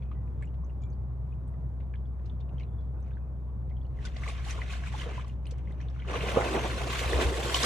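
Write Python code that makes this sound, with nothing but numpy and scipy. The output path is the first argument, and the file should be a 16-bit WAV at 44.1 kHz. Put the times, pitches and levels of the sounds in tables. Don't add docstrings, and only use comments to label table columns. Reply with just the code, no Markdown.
import sys
import numpy as np
from scipy import signal
from scipy.fft import rfft, irfft, next_fast_len
from scipy.io import wavfile
from scipy.ndimage import uniform_filter1d, map_coordinates

SR = 44100
rng = np.random.default_rng(int(sys.argv[2]) if len(sys.argv) > 2 else 0)


def generate_wav(sig):
    pcm = np.round(np.clip(np.atleast_2d(sig).T, -1, 1) * 32767).astype(np.int16)
    wavfile.write(sys.argv[1], SR, pcm)


def undo_db(level):
    steps = np.asarray(level, float) / 20
    return 10 ** steps


N = 337365


def unit(x):
    return x / np.sqrt(np.mean(x ** 2) + 1e-20)


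def along(points, hz):
    f, v = np.transpose(points)
    return np.interp(np.log(hz + 1), np.log(f + 1), v)


def curves(rows):
    s, *cols = np.transpose(rows)
    return [np.interp(np.arange(N) / SR, s, c) for c in cols]


def wobble(rate):
    knots = rng.standard_normal(int(N * rate / SR) + 4)
    return map_coordinates(knots, [np.arange(N) * rate / SR])


def filtered(x, response):
    m = next_fast_len(N + 8192)
    return irfft(rfft(x, m) * response(np.fft.rfftfreq(m, 1 / SR)), m)[..., :N]


def patchy(patchy_db):
    z = signal.stft(rng.standard_normal(N), nperseg=512)[2]
    field = uniform_filter1d(rng.standard_normal(z.shape), size=3, axis=0)
    field = uniform_filter1d(field, size=6, axis=1)
    return signal.istft(z * undo_db(patchy_db * unit(field)), nperseg=512)[1][:N]


def peaked(rows, rise, fall):
    s, db = np.transpose(rows)[:2, :, None]
    lag = np.arange(0, N, 32) / SR - s
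    return db + np.minimum(lag * rise, -lag * fall)


def joined(*levels_db):
    def full(p):
        return np.interp(np.arange(N), np.arange(p.shape[-1]) * N / p.shape[-1], p)
    return 10 * np.log10(sum(full(undo_db(2 * np.atleast_2d(db)).sum(0)) for db in levels_db))


def bubbles(s, gain, hz, t60, rise, size):
    t, gain, hz, t60, rise = map(np.float32, (np.arange(size) / SR, gain, hz, t60, rise))
    age = t / t60[:, None]
    turns = hz[:, None] * t * (1 + rise * np.minimum(age, 1))
    onset = 1 - np.exp(-hz[:, None] * t * 0.92)
    wave = gain[:, None] * np.sin(2 * np.pi * turns) * undo_db(-60 * age) * onset
    at = (s * SR).astype(int)[:, None] + np.arange(size)
    return np.bincount(at.ravel(), wave.ravel(), N + size)[:N]


def froth(spectrum, centre_hz, spread, cycles, scatter_db, share, patchy_db, count, size):
    def colour(f):
        return undo_db(along(spectrum, f))

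    def grain_colour(f):
        away = np.log((f + 1) / centre_hz) / spread
        return colour(f) * np.exp(np.minimum(away ** 2 / 4, 1.5))

    sheets = []
    for _ in range(2):
        s = rng.random(count) * N / SR
        g, loud = rng.standard_normal((2, count))
        hz = np.clip(centre_hz * np.exp(spread * g), 100, 14000)
        grains = bubbles(s, undo_db(scatter_db * np.clip(loud, -3, 2)), hz, cycles / hz, 0.1, size)
        grains = unit(filtered(grains + np.roll(grains, N // 3), grain_colour))
        bed = unit(filtered(patchy(patchy_db), colour))
        sheets.append(np.sqrt(share) * grains + np.sqrt(1 - share) * bed)
    return np.array(sheets)


# (pitch [Hz], level [dB per Hz])
VALLEY_COLOUR = [(25, -22.5), (45, -0.5), (70, -0.5), (100, 2.5), (130, 3), (165, -4.5), (250, -14),
                 (500, -22), (1000, -26.5), (1300, -33.5), (1600, -39), (2500, -50.5), (3300, -67.5),
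                 (5500, -64.5), (15000, -60)]


def valley():
    wash = unit(filtered(np.array([patchy(1.2), patchy(1.2)]), lambda f: undo_db(along(VALLEY_COLOUR, f))))
    level_db = -41 + 0.6 * wobble(3.3)
    return undo_db(level_db) * wash


# (pitch [Hz], rms level [dB])
DRONE_TONES = [
    (62.55, -35),
    (125.1, -48),
]
# (time [s], pitch [Hz], rms level [dB])
REVVING = [
    (3.6, 35.7, -68.5),
    (3.8, 39, -46),
    (4.1, 48.37, -44.5),
    (4.6, 46.63, -54),
    (5.5, 46.47, -59),
    (6.5, 49.5, -44.5),
    (7.65, 53.4, -55),
]


def engines():
    t = np.arange(N) / SR
    sway = 0.28 * wobble(1.2)
    drone = np.zeros(N)
    for k, (hz, db) in enumerate(DRONE_TONES, 1):
        drone += undo_db(db + 0.5 * k * wobble(2.2)) * np.sin(2 * np.pi * hz * t + k * sway)
    hz, db = curves(REVVING)
    running = t > REVVING[0][0]
    second = undo_db(db) * running * np.sin(2 * np.pi * np.cumsum(hz) / SR)
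    return np.sqrt(2) * (drone + second)


# (time [s], peak level [dB], pitch [Hz], time to fall 60 dB [s])
PAW_THUDS = [
    (6.359, -30.5, 118.7, .15),
    (7.054, -20.5, 68.5, 0.067),
    (7.134, -25, 66.5, 0.17),
    (7.245, -21.5, 66.5, 0.12),
]


def thuds():
    t = np.arange(N) / SR
    out = np.zeros(N)
    for s, db, hz, t60 in PAW_THUDS:
        age = np.maximum(t - s, 0)
        swell = (1 - np.exp(-age / 0.013)) ** 2
        out += undo_db(db + 14.5 - 60 * age / t60) * swell * np.sin(2 * np.pi * hz * age)
    return out


DRIPS = [(.023, -63, 3280), (.93, -65, 4580), (.424, -47, 2120), (.425, -56, 7600), (.455, -60.5, 7300),
         (.474, -61, 2770), (.646, -60.5, 6000), (.697, -59, 2660), (.82, -63.5, 6610), (.837, -59.5, 3350),
         (.837, -58, 7050), (.902, -63, 6230), (1.324, -59.5, 2470), (1.478, -60.5, 8200),
         (2.055, -67, 3330), (2.258, -62.5, 3980), (2.297, -54, 3450), (2.41, -57.5, 3540),
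         (2.492, -58.5, 2640), (2.582, -54.5, 3100), (2.599, -51.5, 2580), (2.607, -49.5, 2180),
         (2.632, -57.5, 3870), (3.852, -62.5, 2880), (3.027, -64, 6010), (3.115, -58, 1560),
         (3.134, -64, 3580), (3.711, -57.5, 2110), (3.768, -61, 3160), (3.814, -64, 3270)]
SPATTER = [(.115, -40.5, 1180), (.635, -47.5, 1065), (1.939, -42.5, 1650), (1.939, -42, 2220),
           (2.635, -48, 2470), (3.109, -53.5, 2510), (3.17, -44.5, 1496), (4.054, -37, 3460),
           (4.163, -38.5, 1950), (4.236, -28, 2080), (4.263, -33, 1110), (4.278, -27.5, 2230),
           (4.288, -32, 1080), (4.509, -28.5, 5940), (4.617, -27, 1930), (4.837, -35, 1540),
           (4.872, -31, 2300), (5.246, -40, 1070), (5.297, -44, 2740), (5.468, -39.5, 2840),
           (5.513, -50, 3410), (5.674, -44, 2060), (5.71, -50, 1920), (5.803, -44, 1770),
           (5.885, -43.5, 3520), (6.021, -38.5, 2166), (6.14, -25.5, 1110), (6.208, -25, 2620),
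           (7.132, -21.5, 1800), (7.546, -14.5, 2960)]
BLOOPS = [(.424, -45.5, 1690), (3.988, -49, 1860), (4.051, -37.5, 1440), (4.071, -44, 3230),
          (4.299, -37, 2410), (4.388, -48, 1600), (4.465, -39, 727), (4.506, -37, 2410), (4.589, -37, 997),
          (4.735, -36.5, 1510), (4.94, -33, 755), (5.017, -35.5, 2770), (5.059, -37.5, 440),
          (5.09, -37.5, 640), (5.179, -34, 975), (5.455, -48, 2450), (5.469, -44.5, 8600),
          (5.512, -51.5, 5800), (5.724, -55, 3630), (5.811, -47, 2400), (5.814, -52, 5730),
          (5.993, -44.5, 1390), (5.962, -47, 1320), (5.999, -46.5, 3060), (6.049, -41, 1310),
          (6.284, -29, 2400), (6.365, -25.5, 1160), (6.385, -31, 1130), (6.916, -36, 1030),
          (7.543, -26.5, 1065)]
GULPS = [(4.165, -36, 610), (5.12, -46.5, 625), (5.522, -38.5, 449), (6.116, -39, 454.5), (6.158, -24, 409),
         (6.234, -26, 381), (6.264, -30, 460), (6.289, -27, 482), (6.365, -22.5, 516), (6.371, -10, 458),
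         (6.386, -23, 480), (6.419, -23, 600), (6.432, -28, 420), (6.141, -30.5, 520), (6.409, -18, 663),
         (6.519, -33, 687), (6.549, -22.5, 342), (6.579, -24, 626), (6.594, -36, 478), (6.699, -40.5, 375),
         (7.012, -26, 449), (7.043, -24, 677), (7.124, -25.5, 507), (7.132, -21, 402), (7.159, -25.5, 485),
         (7.187, -21, 545), (7.224, -23, 341), (7.285, -26, 392), (7.321, -23, 338), (7.356, -26.5, 437),
         (7.419, -40.5, 523), (7.459, -26, 431), (7.546, -22, 613)]
TRICKLES = [(0.044, -74.5, 2490), (.82, -71, 2340), (.145, -74, 1950), (2.68, -82.5, 3470),
            (2.715, -79, 3490), (2.77, -80, 3420), (2.81, -84, 3400), (2.975, -80, 2600), (3.0, -78, 3750),
            (3.04, -81, 2500), (3.2, -80.5, 2500), (2.31, -82, 3300)]
TICKS = [(.022, -54, 2300), (.631, -59, 1035), (1.539, -61, 1900), (2.557, -59.5, 1010), (2.699, -59, 950),
         (3.005, -63.5, 8200), (3.972, -56.5, 2020), (4.02, -56, 2450), (4.139, -53, 1910),
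         (4.222, -43, 1180), (4.707, -39, 2390), (4.999, -38, 3000), (5.127, -44, 2060), (5.194, -48, 1020),
         (5.9, -58, 5600), (5.835, -53, 2600), (6.087, -38, 2500), (6.25, -36, 2100), (6.589, -33, 2300),
         (6.949, -34, 2470), (6.992, -29, 2860), (7.078, -30, 2400), (7.341, -33.5, 1830),
         (7.429, -32, 2320)]


def drops():
    drip_cycles, trickle_cycles = 57, 850
    kinds = [(DRIPS, drip_cycles), (SPATTER, 18.5), (BLOOPS, 34), (GULPS, 14.4),
             (TRICKLES, trickle_cycles), (TICKS, 30.3)]
    events = [[*row, cycles] for rows, cycles in kinds for row in rows]
    s, db, hz, cycles = np.transpose(events)
    t60 = cycles / hz
    rise = np.where(hz < 800, 0.4, 0.08)
    rise = (rise * np.minimum(drip_cycles / cycles, 1))[:, None]

    def ring(k):
        return bubbles(s[k], undo_db(db[k] + 4), hz[k], np.clip(t60[k], 0.004, 0.4), rise[k], size=6000)

    is_drop = cycles < trickle_cycles
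    threads = ring(~is_drop) * wobble(120)
    direct = ring(is_drop) + threads
    late, pitch = rng.random((len(s), 2)).T
    satellite_hz = hz * (0.75 + 0.7 * pitch)
    direct = direct + bubbles(s + 0.02 * late, undo_db(db - 2) * is_drop, satellite_hz, t60 / 2, rise, size=2000)
    tails = rng.standard_normal((2, 4000)) * undo_db(-60 * np.arange(4000) / SR / 0.068)
    smear = signal.fftconvolve(direct[None], tails / np.linalg.norm(tails[0]), axes=1)[:, :N]
    smear = filtered(smear, lambda f: 0.44 + 0.55 / (1 + (1000 / (f + 1)) ** 2))
    return np.array([direct + undo_db(-1.5) * smear[0], smear[1]])


# (time [s], peak level [dB], centre pitch [Hz], time to fall 60 dB [s])
SLAPS = [(.114, -52, 2220, 0.073), (0.276, -52, 1490, .03), (.424, -54.5, 2600, 0.068),
         (0.541, -58.5, 2500, 0.049), (.819, -61, 4500, 0.083), (1.539, -61, 2000, 0.032),
         (1.801, -55, 2290, 0.085), (1.896, -61.5, 1990, .015), (2.194, -50, 1500, 0.024),
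         (2.257, -59.5, 4200, 0.11), (2.403, -55.5, 3500, 0.044), (2.491, -59, 2490, 0.036),
         (2.595, -55, 3760, .1), (3.697, -56, 2780, .04), (4.051, -39, 4900, 0.1),
         (4.165, -38, 3520, 0.045), (4.285, -39, 5500, 0.044), (5.279, -50, 7000, .04),
         (5.455, -46, 4000, 0.029), (5.509, -42.5, 5100, 0.06), (5.804, -50, 3500, .06),
         (6.096, -36, 2500, .04), (6.409, -23, 1500, 0.08), (.022, -58, 2600, .04),
         (.145, -61.5, 2000, .06), (2.806, -63, 3400, .05), (3.178, -57.5, 2200, 0.033),
         (4.379, -39, 3200, 0.022), (4.448, -39.5, 3300, .04), (4.679, -40, 2500, .02),
         (5.245, -42, 3000, 0.025), (5.962, -50, 1500, .03), (5.58, -57, 6500, .04), (5.72, -54, 7000, .02),
         (5.992, -57, 5500, .03), (6.055, -56, 7500, .02), (6.293, -36, 8000, .02),
         (6.905, -27, 3000, 0.054), (7.177, -23, 3000, 0.022), (7.213, -21, 3000, .02),
         (7.497, -24.5, 1700, .02), (7.555, -24.5, 3300, .04), (7.641, -20, 1500, .02),
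         (7.543, -9.5, 3850, .02), (7.63, -15.5, 4600, 0.04)]
# (time [s], peak level [dB], centre pitch [Hz])
PINS = [(3.986, -56, 9000), (4.213, -50, 11000), (4.594, -50, 9000), (4.871, -46.5, 9000),
        (4.965, -50, 13000), (5.287, -52, 3500), (5.437, -57, 9500), (5.448, -54, 2600), (5.707, -54, 2520),
        (5.749, -57, 4500), (6.115, -40.5, 12000), (6.141, -32, 2500), (6.174, -40, 8000),
        (6.365, -26, 900), (.277, -58.5, 1500), (1.939, -50, 2000)]


def slaps():
    pin_t60_s, rise_s, size = 0.012, 0.001, 4096
    events = SLAPS + [(*row, pin_t60_s) for row in PINS]
    s, db, hz, t60 = np.transpose(events)[:, :, None]
    t, f = np.arange(size) / SR, np.fft.rfftfreq(size, 1 / SR)
    width = np.where(f > hz, 0.36, 0.51)
    bell = np.exp(-(np.log((f + 1) / hz) / width) ** 2 / 2)
    noise = irfft(rfft(rng.standard_normal((2, len(s), size))) * bell)
    noise = noise * undo_db(1.8 * rng.standard_normal((len(s), 64)).repeat(64, 1))
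    envelope = undo_db(db - 6.0 - 60 * t / t60) * (1 - np.exp(-t / rise_s))
    burst = noise / noise.std(2, keepdims=True) * envelope
    at = ((s * SR).astype(int) + np.arange(size)).ravel()
    return np.array([np.bincount(at, b.ravel(), N + size)[:N] for b in burst])


# (pitch [Hz], level [dB per Hz])
GURGLE_COLOUR = [(110, -30.5), (180, -11), (296, -5.5), (383, -1), (508, -1), (581, -3.5), (858, -4.5),
                 (1500, -12), (1950, -47), (3300, -120)]
# (pitch [Hz], level [dB per Hz])
SPLASH_COLOUR = [(410, -35), (700, -6.5), (845, -16), (1080, -5), (1300, -7), (1480, -3), (2920, -3),
                 (5010, -22.5), (6000, -11.5), (7800, -38.5), (13200, -120)]
# (pitch [Hz], level [dB per Hz])
SPRAY_COLOUR = [(2060, -22.5), (3500, -4.5), (4990, -12), (6010, -13), (8740, -12), (11000, -20.5),
                (13600, -22), (14300, -25.5), (15600, -34.5), (16000, -80)]
# (time [s], effort [dB], depth [dB])
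STIRRING = [(0, -84, 17), (3.93, -91, 25), (4.03, -64, 4.5), (4.12, -64, 4), (4.26, -55, -5),
            (5.21, -54, -10.5), (5.31, -88, 19), (5.48, -82, -2), (5.63, -92, 17), (5.86, -70, 13),
            (6.045, -66.5, 0), (6.095, -47, 8.5), (6.3, -41.5, 4.5), (6.86, -43, 6), (6.98, -39.5, -1),
            (7.39, -43, 10), (7.59, -39.5, -0.5), (7.65, -32, 4)]
# (time [s], peak level [dB], fineness [dB])
FLINGS = [(0.03, -73, -10), (0.43, -74, 1.5), (1.94, -83, -4), (2.27, -72.5, 2.5), (2.6, -69, -6),
          (3.08, -71, -11.5), (4.051, -54.5, 1.5), (4.17, -61, 7), (4.24, -52, 2), (4.29, -53, 12),
          (4.5, -44.5, 7), (4.62, -60, 7.5), (4.73, -46, 5.5), (4.88, -53, 6.5), (5.0, -46, 5),
          (5.28, -62, 5), (5.51, -61.5, -14), (5.59, -66, -3), (5.71, -66, -4), (5.82, -62, -8),
          (5.99, -61, -19), (4.39, -55, -2), (4.84, -55, -3), (5.1, -51, -4), (5.19, -57, -2),
          (7.0, -42.5, -0.5), (7.1, -42, 0), (6.158, -40.5, -14), (6.3, -44.5, 2), (6.45, -42.5, 1.5),
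          (6.57, -40.5, -7), (6.641, -44, -8), (6.921, -44.5, 2.5), (7.22, -34.5, -4.5), (7.565, -40.5, 5)]
# (time [s], peak level [dB])
PLUNGES = [(2.54, -57.5), (2.96, -55.5), (4.29, -50.5), (4.56, -46.5), (4.66, -55.5), (4.95, -52.5),
           (5.07, -44.5), (5.13, -46.5), (5.51, -64), (5.59, -59), (5.71, -53.5), (6.16, -36), (6.38, -27),
           (6.45, -37.5), (6.57, -28), (7.16, -32.5), (7.22, -28.5), (7.39, -39)]


def churn():
    t = np.arange(N) / SR
    effort_db, depth_db = curves(STIRRING)
    flung_db = peaked(FLINGS, rise=208, fall=192)
    plunge_db = peaked(PLUNGES, rise=172, fall=132)

    def fine(db):
        return -53.5 + 1.07 * (db + 40.5)

    fineness_db = np.array(FLINGS)[:, 2:]
    mist_db = -93
    gurgle_db = joined(effort_db + depth_db, plunge_db)
    splash_db = joined(effort_db, flung_db)
    spray_db = joined(fine(effort_db), fine(flung_db) + fineness_db, mist_db)
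    charge_s, nearing_db_per_s = 6.25, 6
    spray_db = spray_db + nearing_db_per_s * np.maximum(t - charge_s, 0)

    lumps, crackle = wobble(22), wobble(110)
    gurgle = froth(GURGLE_COLOUR, 457.8, 0.469, cycles=22, scatter_db=3, share=0.53, patchy_db=3,
                   count=3600, size=900)
    splash = froth(SPLASH_COLOUR, 2193, 0.532, cycles=24, scatter_db=5.0, share=0.63, patchy_db=3.5,
                   count=8000, size=400)
    spray = froth(SPRAY_COLOUR, 7500, 0.42, cycles=54, scatter_db=8.0, share=0.37, patchy_db=3,
                  count=9000, size=260)
    finest = filtered(spray, lambda f: 1 / (1 + (10000 / (f + 1)) ** 8))
    finest_db = np.clip(100 * (t - 6.17), -6.5, 0)
    spray = spray - finest * (1 - undo_db(finest_db))

    out = undo_db(gurgle_db - 2.0 + 2.0 * wobble(25)) * gurgle
    out = out + undo_db(splash_db + 2.0 + 0.32 * lumps + 1.3 * crackle) * splash
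    return out + undo_db(spray_db + 6.0 + 0.54 * lumps + 1.3 * crackle) * spray


# (delay [s], level [dB])
ECHOES = [
    (.00193, -20.5),
    (.0029, -26.5),
]


def mirrored(x):
    return filtered(x, lambda f: 1 + sum(undo_db(db) * np.exp(-2j * np.pi * f * s) for s, db in ECHOES))


# (pitch [Hz], lead [rad])
PORT_LEAD = [(60, 0.43), (130, 0.47), (300, .05), (600, -0.69), (800, -1.06), (1000, -1.28), (1300, 1.5),
             (1600, 1.86), (2500, -0.78), (3000, -0.44), (6500, -0.14)]
# (pitch [Hz], left minus right [dB])
PORT_TILT = [(63, 1.3), (110, -1), (300, 0.5), (520, -4.5), (800, -1.4), (1150, 3.5), (2000, -0.8),
             (6000, -1.3), (10000, -2.5)]


def ports(pair, alike):
    def response(f):
        lead = along(PORT_LEAD, f) + 2 * np.pi * np.maximum(f - 7200, 0) / 3020
        tilt = along(PORT_TILT, f) * np.log(10) / 40
        ear = np.exp([tilt - 0.5j * lead, -tilt + 0.5j * lead])
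        turn = np.arccos(np.clip(along(alike, f), 0, 1)) / 2
        return ear * np.array([[np.cos(turn)] * 2, [np.sin(turn), -np.sin(turn)]])
    return filtered(pair[:, None], response).sum(0)


# (pitch [Hz], likeness [0 to 1])
NEAR_ALIKE = [(200, 0.98), (600, 0.93), (1000, .8), (1400, 0.71), (2500, 0.6), (5000, 0.04), (8500, 0.64)]
# (pitch [Hz], likeness [0 to 1])
FAR_ALIKE = [(60, 0.92), (200, 0.98), (450, 0.61), (600, 0.84), (800, 0.33), (1200, 0.15), (5000, 0.22),
             (8500, 0.39)]


def scene():
    far = valley()
    far[0] += engines() + thuds()
    fade = np.minimum(np.arange(N) / SR / 0.006, 1)
    far = far * np.sin(fade * np.pi / 2) ** 2
    water = mirrored(drops() + slaps() + churn())
    return ports(far, FAR_ALIKE) + ports(water, NEAR_ALIKE)


def roll_off(x):
    return signal.sosfilt(signal.butter(12, 15160, fs=SR, output="sos"), x)


def record(dry):
    sum_and_difference = np.array([dry[0] + dry[1], dry[0] - dry[1]]) / 2
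    hz, _, z = signal.stft(sum_and_difference, SR, nperseg=1024)
    power = uniform_filter1d(uniform_filter1d(abs(z) ** 2, size=9, axis=1), size=3, axis=2)
    margin_db = along([(4000, 30), (5000, 9), (9500, 9.1), (9800, 0.59)], hz)
    strong = undo_db(2 * margin_db)[:, None] * power >= power[::-1]
    brief = (hz[:, None] < 14000) | (power > 1.6 * uniform_filter1d(power, size=41, axis=2))
    mid, side = signal.istft(z * strong * brief, SR, nperseg=1024)[1][:, :N]
    mix = np.array([mid + side, mid - side])
    return roll_off(mix)


dry = scene()
out = record(dry)
generate_wav(out)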